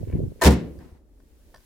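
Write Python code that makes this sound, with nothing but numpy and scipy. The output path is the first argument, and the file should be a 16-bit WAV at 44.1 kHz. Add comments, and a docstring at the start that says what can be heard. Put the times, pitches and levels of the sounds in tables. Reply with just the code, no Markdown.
"""Car hood dropped shut

A car hood drops shut in a lane between garage walls. The latch clanks as swelling modes, the rim rattles on
its stops as gritty noise bursts, panel, engine bay and sheet boom as decaying modes, walls add a noise tail.
Before it a gust buffets the microphone ports (lumpy low noise, low swings) and the hinge scrapes faintly (modes
rung by slips). Three soft low thuds (swings too) and a few small ticks follow, over noise as town rumble and hiss."""
import sys
import numpy as np
from scipy import signal
from scipy.io import wavfile

SR = 44100
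rng = np.random.default_rng(int(sys.argv[2]) if len(sys.argv) > 2 else 0)


def to_linear_factor(level_db):
    """Convert decibel levels (scalar or array-like) to linear amplitude factors."""
    exponent = np.asarray(level_db, float) / 20
    return 10 ** exponent


def inscribe(sig):
    """Save sig as 16-bit PCM at rate SR to the path in sys.argv[1].

    A 1-D sig is mono; a 2-D sig holds one channel per row.
    Samples are clipped to [-1, 1] before scaling.
    """
    pcm = np.round(np.clip(np.atleast_2d(sig).T, -1, 1) * 32767)
    wavfile.write(sys.argv[1], SR, pcm.astype(np.int16))


N = 72765
T = np.arange(N) / SR

# All dB in the tables are relative; gains below and in the functions add to them.
# Gust on the ports. Each row: time in seconds, level in dB.
GUST_LEVEL = [(0.0, -31.5), (0.032, -26.5), (0.064, -38), (0.084, -25.5), (0.112, -35), (0.128, -25),
              (0.142, -25), (0.166, -22.5), (0.236, -23), (0.362, -45.5), (0.392, -43), (0.42, -42)]
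# Gust spectrum. Each row: frequency in Hz, density in dB per Hz.
WIND_SPECTRUM = [(12, -37.5), (20, -18), (54, 2.5), (93, -1), (275, -11.5), (387, -15.5), (605, -35.5),
                 (852, -54.5), (1200, -56), (1560, -84), (2640, -120)]
# Gust at the two ports. Each row: frequency in Hz, left-right correlation.
WIND_LIKENESS = [(40, .6), (180, .05), (1000, 0.16)]
WIND_DB, WIND_CUT_HZ = -3.5, 800
# Strongest eddies of the gust, then three soft low thuds after the slam.
# Each row: centre in seconds, level in dB, frequency in Hz, left minus right in dB.
LOW_SWINGS = [(.015, -30, 220, -8), (.031, -27.5, 461, 5), (.038, -30, 101, -22), (.075, -26, 292, -8),
              (0.088, -23, 108, 1.5), (0.101, -28.5, 420, -5.5), (0.14, -15.5, 80.5, -2),
              (.157, -19, 240, 4), (.187, -26, 149, 1), (.194, -18.5, 298, -2.5), (0.204, -21, 373, 3),
              (.208, -24, 460, 0), (0.218, -18.5, 99, 1), (.241, -16, 113, 2), (.265, -29.5, 288, 11),
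              (.281, -25.5, 115, -7.5), (0.305, -36, 133, -7), (0.321, -33, 348, 7), (0.361, -43.5, 414, 6),
              (0.394, -43, 386, 11), (.785, -34.5, 75.1, -3), (0.863, -39, 189, 5), (0.929, -37.5, 78.5, 0)]
SWING_CYCLES = 0.61

# Far town rumble. Each row: time in seconds, level in dB.
RUMBLE_LEVEL = [(0, -52), (1.0, -55), (1.58, -53.5), (1.65, -61.5)]
# Rumble spectrum. Each row: frequency in Hz, density in dB per Hz.
RUMBLE_SPECTRUM = [(15, -30), (25, -6.5), (53, -1.5), (113, -24.5), (266, -18.5), (408, -22.5),
                   (519, -27.5), (595, -39), (1500, -45.5), (1950, -68.5), (3300, -120)]
# Rumble width. Each row: frequency in Hz, left-right correlation.
RUMBLE_LIKENESS = [(60, 0.83), (240, 0.85), (950, 0.33), (3770, -0.08), (15000, -0.01)]
# Hiss. Each row: time in seconds, level in dB.
HISS_LEVEL = [(0.0, -69), (0.266, -72), (0.44, -73), (0.772, -72.5), (0.91, -76), (1.02, -86.5),
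              (1.244, -78), (1.474, -74.5), (1.65, -70)]
# Hiss spectrum. Each row: frequency in Hz, density in dB per Hz.
HISS_SPECTRUM = [(530, -38.5), (900, -4.5), (1080, -14), (1620, -7), (2080, -9.5), (12400, -12),
                 (15800, -11.5)]

# Bursts of hinge slips. Each row: centre in seconds, spread in seconds, level in dB.
SCRAPES = [(.12, 0.031, -65.5), (0.125, 0.0045, -59), (0.403, .004, -62)]
# Hinge modes. Each row: frequency in Hz, level in dB, T60 in seconds.
HINGE_MODES = [(1010, -5, 0.027), (1700, -1, 0.012), (2060, 0.5, 0.0088), (2285, -3.5, .03),
               (2700, -3, 0.0099)]

# Latch modes. Each row: frequency in Hz, level in dB, T60 in seconds.
LATCH_MODES = [(665.2, -0.5, .09), (1000, -1.5, .08), (897, -7.5, 0.067), (1245, -9, 0.089),
               (1554, -7, .08), (1810, -3, 0.078), (4190, -15, 0.072), (5437, -16.5, 0.024)]
LATCH_START_S, LATCH_SLIDE_S, LATCH_DB = 0.412, 0.009, -10

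# Rim meets latch and stops. Each row: start in seconds, level in dB, brightness in dB per octave above 1 kHz.
CONTACTS = [(0.4122, -35, 1.5), (.419, -23, 1.5), (.424, -24.5, 0.5), (.436, -21, 2.5), (.446, -19.5, 1),
            (.453, -18.5, 1.5), (.462, -17, 1), (.471, -18.5, 0.5), (.478, -22.5, -2), (0.491, -32, -3.5),
            (.505, -32, 1.5), (.518, -32, 1), (.535, -39.5, 1.5), (.578, -54, -2.5)]
# Crash spectrum. Each row: frequency in Hz, density in dB per Hz.
CRASH_SPECTRUM = [(71, -35.5), (120, -0.5), (796, -13.5), (863, -13.5), (1320, -22.5), (1590, -13),
                  (1990, -24), (5380, -26), (15500, -36)]
# Crash decay. Each row: frequency in Hz, T60 in seconds.
CRASH_T60 = [(130, 0.13), (250, .18), (600, .15), (1300, 0.092), (2500, .1), (6000, .08), (15000, 0.061)]
# Crash width. Each row: frequency in Hz, left-right correlation.
CRASH_LIKENESS = [(60, 0.31), (150, 0.8), (380, 0.42), (950, 0.52), (2380, 0.17), (5980, 0.3),
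                  (15000, 0.01)]
CRASH_DB, GRIT_DB = 6, 2
SWELL_S, SWELL_HZ = 0.024, 250  # added rise time at this pitch; higher bands are quicker
# Tail from the lane walls. Each row: frequency in Hz, T60 in seconds.
TAIL_T60 = [(130, 0.68), (220, 0.77), (370, 0.8), (700, 0.4), (1300, .33), (2200, 0.41), (6000, .28),
            (15000, 0.088)]
# Tail colour. Each row: frequency in Hz, gain in dB.
TAIL_COLOUR = [(130, -2.5), (220, -1.5), (370, 0), (700, -2.5), (1300, -1.5), (2200, -0.5), (6000, -4),
               (15000, 1.5)]
TAIL_DB, TAIL_RISE_S = -11.5, 0.03
# Far walls return the slam. Each row: start in seconds, level in dB, rise in seconds.
ECHOES = [(.79, -48.5, 0.015), (.815, -48, 0.024), (.86, -51.5, 0.026), (.925, -54.5, 0.025)]
ECHO_T60_S, ECHO_TILT_DB_PER_OCTAVE = 0.237, -3.5

# Higher modes of the sheet. Each row: frequency in Hz, level in dB, T60 in seconds.
PANEL_MODES = [(366, -9, .25), (385, -9, .25), (417, -12, .22), (460, -7, .2), (478, -7, .2), (550, -8, .2),
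               (665, -8, .18), (900, -8, .15), (969, -12, .15), (1432, -20, .12), (1744, -20, .12)]
PANEL_DB = -2
# Two close, beating air modes of the engine bay. Each row: frequency in Hz, level in dB, T60 in seconds.
BAY_MODES = [(70.5, .8, .29), (67.5, -22.5, .85)]
BAY_START_S, BAY_BUILD_S = 0.442, 0.027
# Low modes of the sheet. Each row: frequency in Hz, level in dB, T60 in seconds, start in seconds.
BOOM_MODES = [(129.1, -17, 0.37, .45), (171.9, -8, .3, .452), (214.9, -10.5, 0.32, .455),
              (243.6, -16.5, .4, .45), (293.3, -13, .36, .45)]
BOOM_BUILD_S = 0.014

# A small loose metal part ticks. Each row: time in seconds, level in dB, brightness in dB per octave above 1 kHz.
TICKS = [(.79, -57.5, 1), (1.202, -62, -0.5), (1.542, -48.5, -7), (1.5445, -46, -1), (1.547, -49.5, -0.5),
         (1.553, -52, -3), (1.559, -52, -0.5), (1.562, -55.5, 2), (1.572, -62, 2.5), (1.58, -57, -1),
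         (1.605, -63.5, 1)]
# Modes of that part. Each row: frequency in Hz, level in dB, T60 in seconds.
TICK_MODES = [(590, 2.5, 0.019), (1030, -0.5, 0.021), (1535, -5, 0.034), (1755, -3.5, 0.029),
              (2600, -18, 0.011), (3353, -9, 0.014), (4850, -4.5, .018), (5730, -5, 0.011),
              (8300, -10, .01), (4150, -4, 0.0027), (11100, -5, .002)]

LEFT_DB = 0.35  # left up, right down by this
OVERLOAD = 2.5


def rms_one(x):
    """Scale to rms 1."""
    return x / np.sqrt(np.mean(x ** 2) + 1e-20)


def in_time(rows):
    """A (s, dB) curve as gain per sample."""
    s, db = np.transpose(rows)
    return to_linear_factor(np.interp(T, s, db))


def at_hz(points, hz):
    """Read a spectrum table on a log frequency axis."""
    table_hz, value = np.transpose(points)
    return np.interp(np.log(hz), np.log(table_hz), value)


def drift(rate_hz):
    """Random drift of rms 1: noise through two equal one-pole low-passes."""
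    r = np.exp(-2 * np.pi * rate_hz / SR)
    noise = rng.standard_normal(N + SR)
    return rms_one(signal.lfilter([1], [1, -2 * r, r * r], noise)[SR:])


def ring(clicks, hz, t60_s):
    """Two-pole resonator: a unit click starts a decaying sine of height 1."""
    r = to_linear_factor(-60 / (t60_s * SR))
    w = 2 * np.pi * hz / SR
    return signal.lfilter([0, np.sin(w)], [1, -2 * r * np.cos(w), r * r], clicks + 1e-18)


def dying(start_s, t60_s, rise_s):
    """Envelope that rises from its start and decays with T60."""
    u = np.maximum(T - start_s, 0)
    return (1 - np.exp(-(u / rise_s) ** 2)) * to_linear_factor(-60 * u / t60_s)


def bands(spectrum, likeness):
    """Half-octave bands of stereo noise over the span of a spectrum; together rms 1."""
    low_hz = spectrum[0][0]
    high_hz = min(spectrum[-1][0], 0.45 * SR)
    edges = np.geomspace(low_hz, high_hz, int(2 * np.log2(high_hz / low_hz)) + 2)
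    white = rng.standard_normal((2, 2, N + 4000))
    out = []
    for k, (low, high) in enumerate(zip(edges, edges[1:])):
        sos = signal.butter(2, [low, high], "band", fs=SR, output="sos")
        mid, side = signal.sosfilt(sos, white[k % 2])[:, 4000:]  # drop the filter's start
        hz = np.sqrt(low * high)
        alike = np.clip(at_hz(likeness, hz), -1, 1)
        stereo = np.sqrt(1 + alike) * mid + np.sqrt(1 - alike) * side * [[1], [-1]]
        out.append((hz, to_linear_factor(at_hz(spectrum, hz)) * stereo))
    total = np.sqrt(sum(np.mean(x ** 2) for hz, x in out))
    return [(hz, x / total) for hz, x in out]


def strike(times_s, gains, modes, spread_db):
    """Clicks ring a table of modes, with new strengths per mode, click and side."""
    out = np.zeros((2, N))
    index = (np.asarray(times_s) * SR).astype(int)
    for hz, db, t60_s in modes:
        clicks = np.zeros((2, N))
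        luck = rng.normal(0, 1, (len(times_s), 3))
        sign = np.sign(luck[:, 2])
        for side in range(2):
            np.add.at(clicks[side], index, gains * sign * to_linear_factor(db + spread_db * luck[:, side]))
        out += ring(clicks, hz, t60_s)
    return out


def gust():
    """Turbulence at the ports: low noise whose lumps differ per port and deepen with pitch."""
    lumps = np.array([drift(42), drift(35)])
    noise = 0
    for hz, x in bands(WIND_SPECTRUM, WIND_LIKENESS):
        depth_db = 2.0 + 1.1 * np.log2(hz / 40)
        noise = noise + x * to_linear_factor(depth_db * lumps)
    noise = signal.sosfilt(signal.butter(3, WIND_CUT_HZ, fs=SR, output="sos"), noise)
    blowing = T < GUST_LEVEL[-1][0]
    return to_linear_factor(WIND_DB) * in_time(GUST_LEVEL) * blowing * rms_one(noise)


def rumble():
    """Far town rumble: low noise whose bands drift slowly in level."""
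    noise = sum(x * to_linear_factor(1.5 * drift(6.6)) for hz, x in bands(RUMBLE_SPECTRUM, RUMBLE_LIKENESS))
    return in_time(RUMBLE_LEVEL) * noise


def hiss():
    """Nearly uncorrelated noise whose level sags for a while."""
    noise = sum(x for hz, x in bands(HISS_SPECTRUM, [(900, 0.1), (15000, 0.0)]))
    return in_time(HISS_LEVEL) * to_linear_factor(7.5) * noise


def low_swings():
    """Short low swings under a Gaussian, unlike left and right: gust eddies and late soft thuds."""
    out = np.zeros((2, N))
    for (s, db, hz, pan_db), luck in zip(LOW_SWINGS, rng.normal(0, 1, (len(LOW_SWINGS), 5))):
        cycles = (T - s) * hz * (1 + 0.13 * luck[:2, None])
        phase = 2 * luck[4] + min(hz / 160, 2) * luck[2:4, None]  # sides agree less at higher pitch
        gain = to_linear_factor(db + pan_db * np.array([[0.5], [-0.5]]))
        out += gain * np.exp(-(cycles / SWING_CYCLES) ** 2) * np.cos(2 * np.pi * cycles + phase)
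    return out


def hinge():
    """Uneven slips ring the hinge modes as the hood swings down."""
    out = 0
    for (s, spread_s, db), count in zip(SCRAPES, (90, 12, 12)):
        slips_s = np.clip(rng.normal(s, spread_s, count), 0, 1)
        out = out + to_linear_factor(db) * strike(slips_s, 0.97, HINGE_MODES, spread_db=3.5)
    return out


def latch():
    """The striker forces the catch aside; its modes swell over the short slide and ring out."""
    shared_phase = rng.uniform(0, 2 * np.pi, (len(LATCH_MODES), 1))
    phases = shared_phase + 0.5 * rng.normal(0, 1, (len(LATCH_MODES), 2))
    out = 0
    for (hz, db, t60_s), phase in zip(LATCH_MODES, phases):
        level = to_linear_factor(LATCH_DB + db + 3.2 * drift(90))
        envelope = dying(LATCH_START_S, t60_s, LATCH_SLIDE_S)
        out = out + level * envelope * np.sin(2 * np.pi * hz * T + phase[:, None])
    return out


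def crash():
    """Each contact bursts in gritty noise that dies by band; near and far walls return it."""
    out, shared = 0, drift(360)
    for hz, noise in bands(CRASH_SPECTRUM, CRASH_LIKENESS):
        octaves = max(np.log2(hz / 1000), 0)
        grit = to_linear_factor(GRIT_DB * (0.4 * shared + 0.6 * drift(210)))
        rise_s = 0.00029 + SWELL_S * (SWELL_HZ / hz) ** 2
        tail_gain = to_linear_factor(TAIL_DB + at_hz(TAIL_COLOUR, hz))
        power = 0
        for s, db, bright_db in CONTACTS:
            direct = grit * dying(s, at_hz(CRASH_T60, hz), rise_s)
            near = tail_gain * dying(s, at_hz(TAIL_T60, hz), TAIL_RISE_S)
            power = power + to_linear_factor(db + bright_db * octaves) ** 2 * (direct ** 2 + near ** 2)
        for s, db, echo_rise_s in ECHOES:
            far = to_linear_factor(db + ECHO_TILT_DB_PER_OCTAVE * octaves) * dying(s, ECHO_T60_S, echo_rise_s)
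            power = power + far ** 2
        out = out + noise * np.sqrt(power)
    return to_linear_factor(CRASH_DB) * out


def panel():
    """Every rim contact rings the higher modes of the sheet."""
    s, db, _ = np.transpose(CONTACTS)
    return to_linear_factor(PANEL_DB) * strike(s, to_linear_factor(db), PANEL_MODES, spread_db=3.5)


def engine_bay():
    """Enclosed air booms in two close modes that beat."""
    out = 0
    for hz, db, t60_s in BAY_MODES:
        tone = np.sin(2 * np.pi * hz * (T - BAY_START_S))
        out = out + to_linear_factor(db) * dying(BAY_START_S, t60_s, BAY_BUILD_S) * tone
    return out


def sheet_boom():
    """The sheet bends slowly into its low modes, which swell, waver and die."""
    out = 0
    for hz, db, t60_s, s in BOOM_MODES:
        tone = np.sin(2 * np.pi * hz * (T - s))
        out = out + to_linear_factor(db + 2.5 * drift(30)) * dying(s, t60_s, BOOM_BUILD_S) * tone
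    return out


def ticks():
    """Each tick rings the modes of the loose part, duller or brighter."""
    s, db, bright_db = np.transpose(TICKS)
    out = 0
    for mode in TICK_MODES:
        octaves = max(np.log2(mode[0] / 1000), 0)
        out = out + strike(s, to_linear_factor(db + bright_db * octaves), [mode], spread_db=3.5)
    return out


def scene():
    """All sources, the car a little to the left."""
    car = hinge() + latch() + crash() + panel() + engine_bay() + sheet_boom() + ticks()
    return gust() + rumble() + hiss() + low_swings() + car * to_linear_factor([[LEFT_DB], [-LEFT_DB]])


def band_limit(x):
    """A steep low-pass at the top of the band."""
    return signal.sosfilt(signal.butter(12, 16660, fs=SR, output="sos"), x)


def record(dry):
    """Soft saturation rounds the loudest peaks."""
    mix = OVERLOAD * np.tanh(dry / OVERLOAD)
    return band_limit(mix)


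dry = scene()
out = record(dry)
inscribe(out)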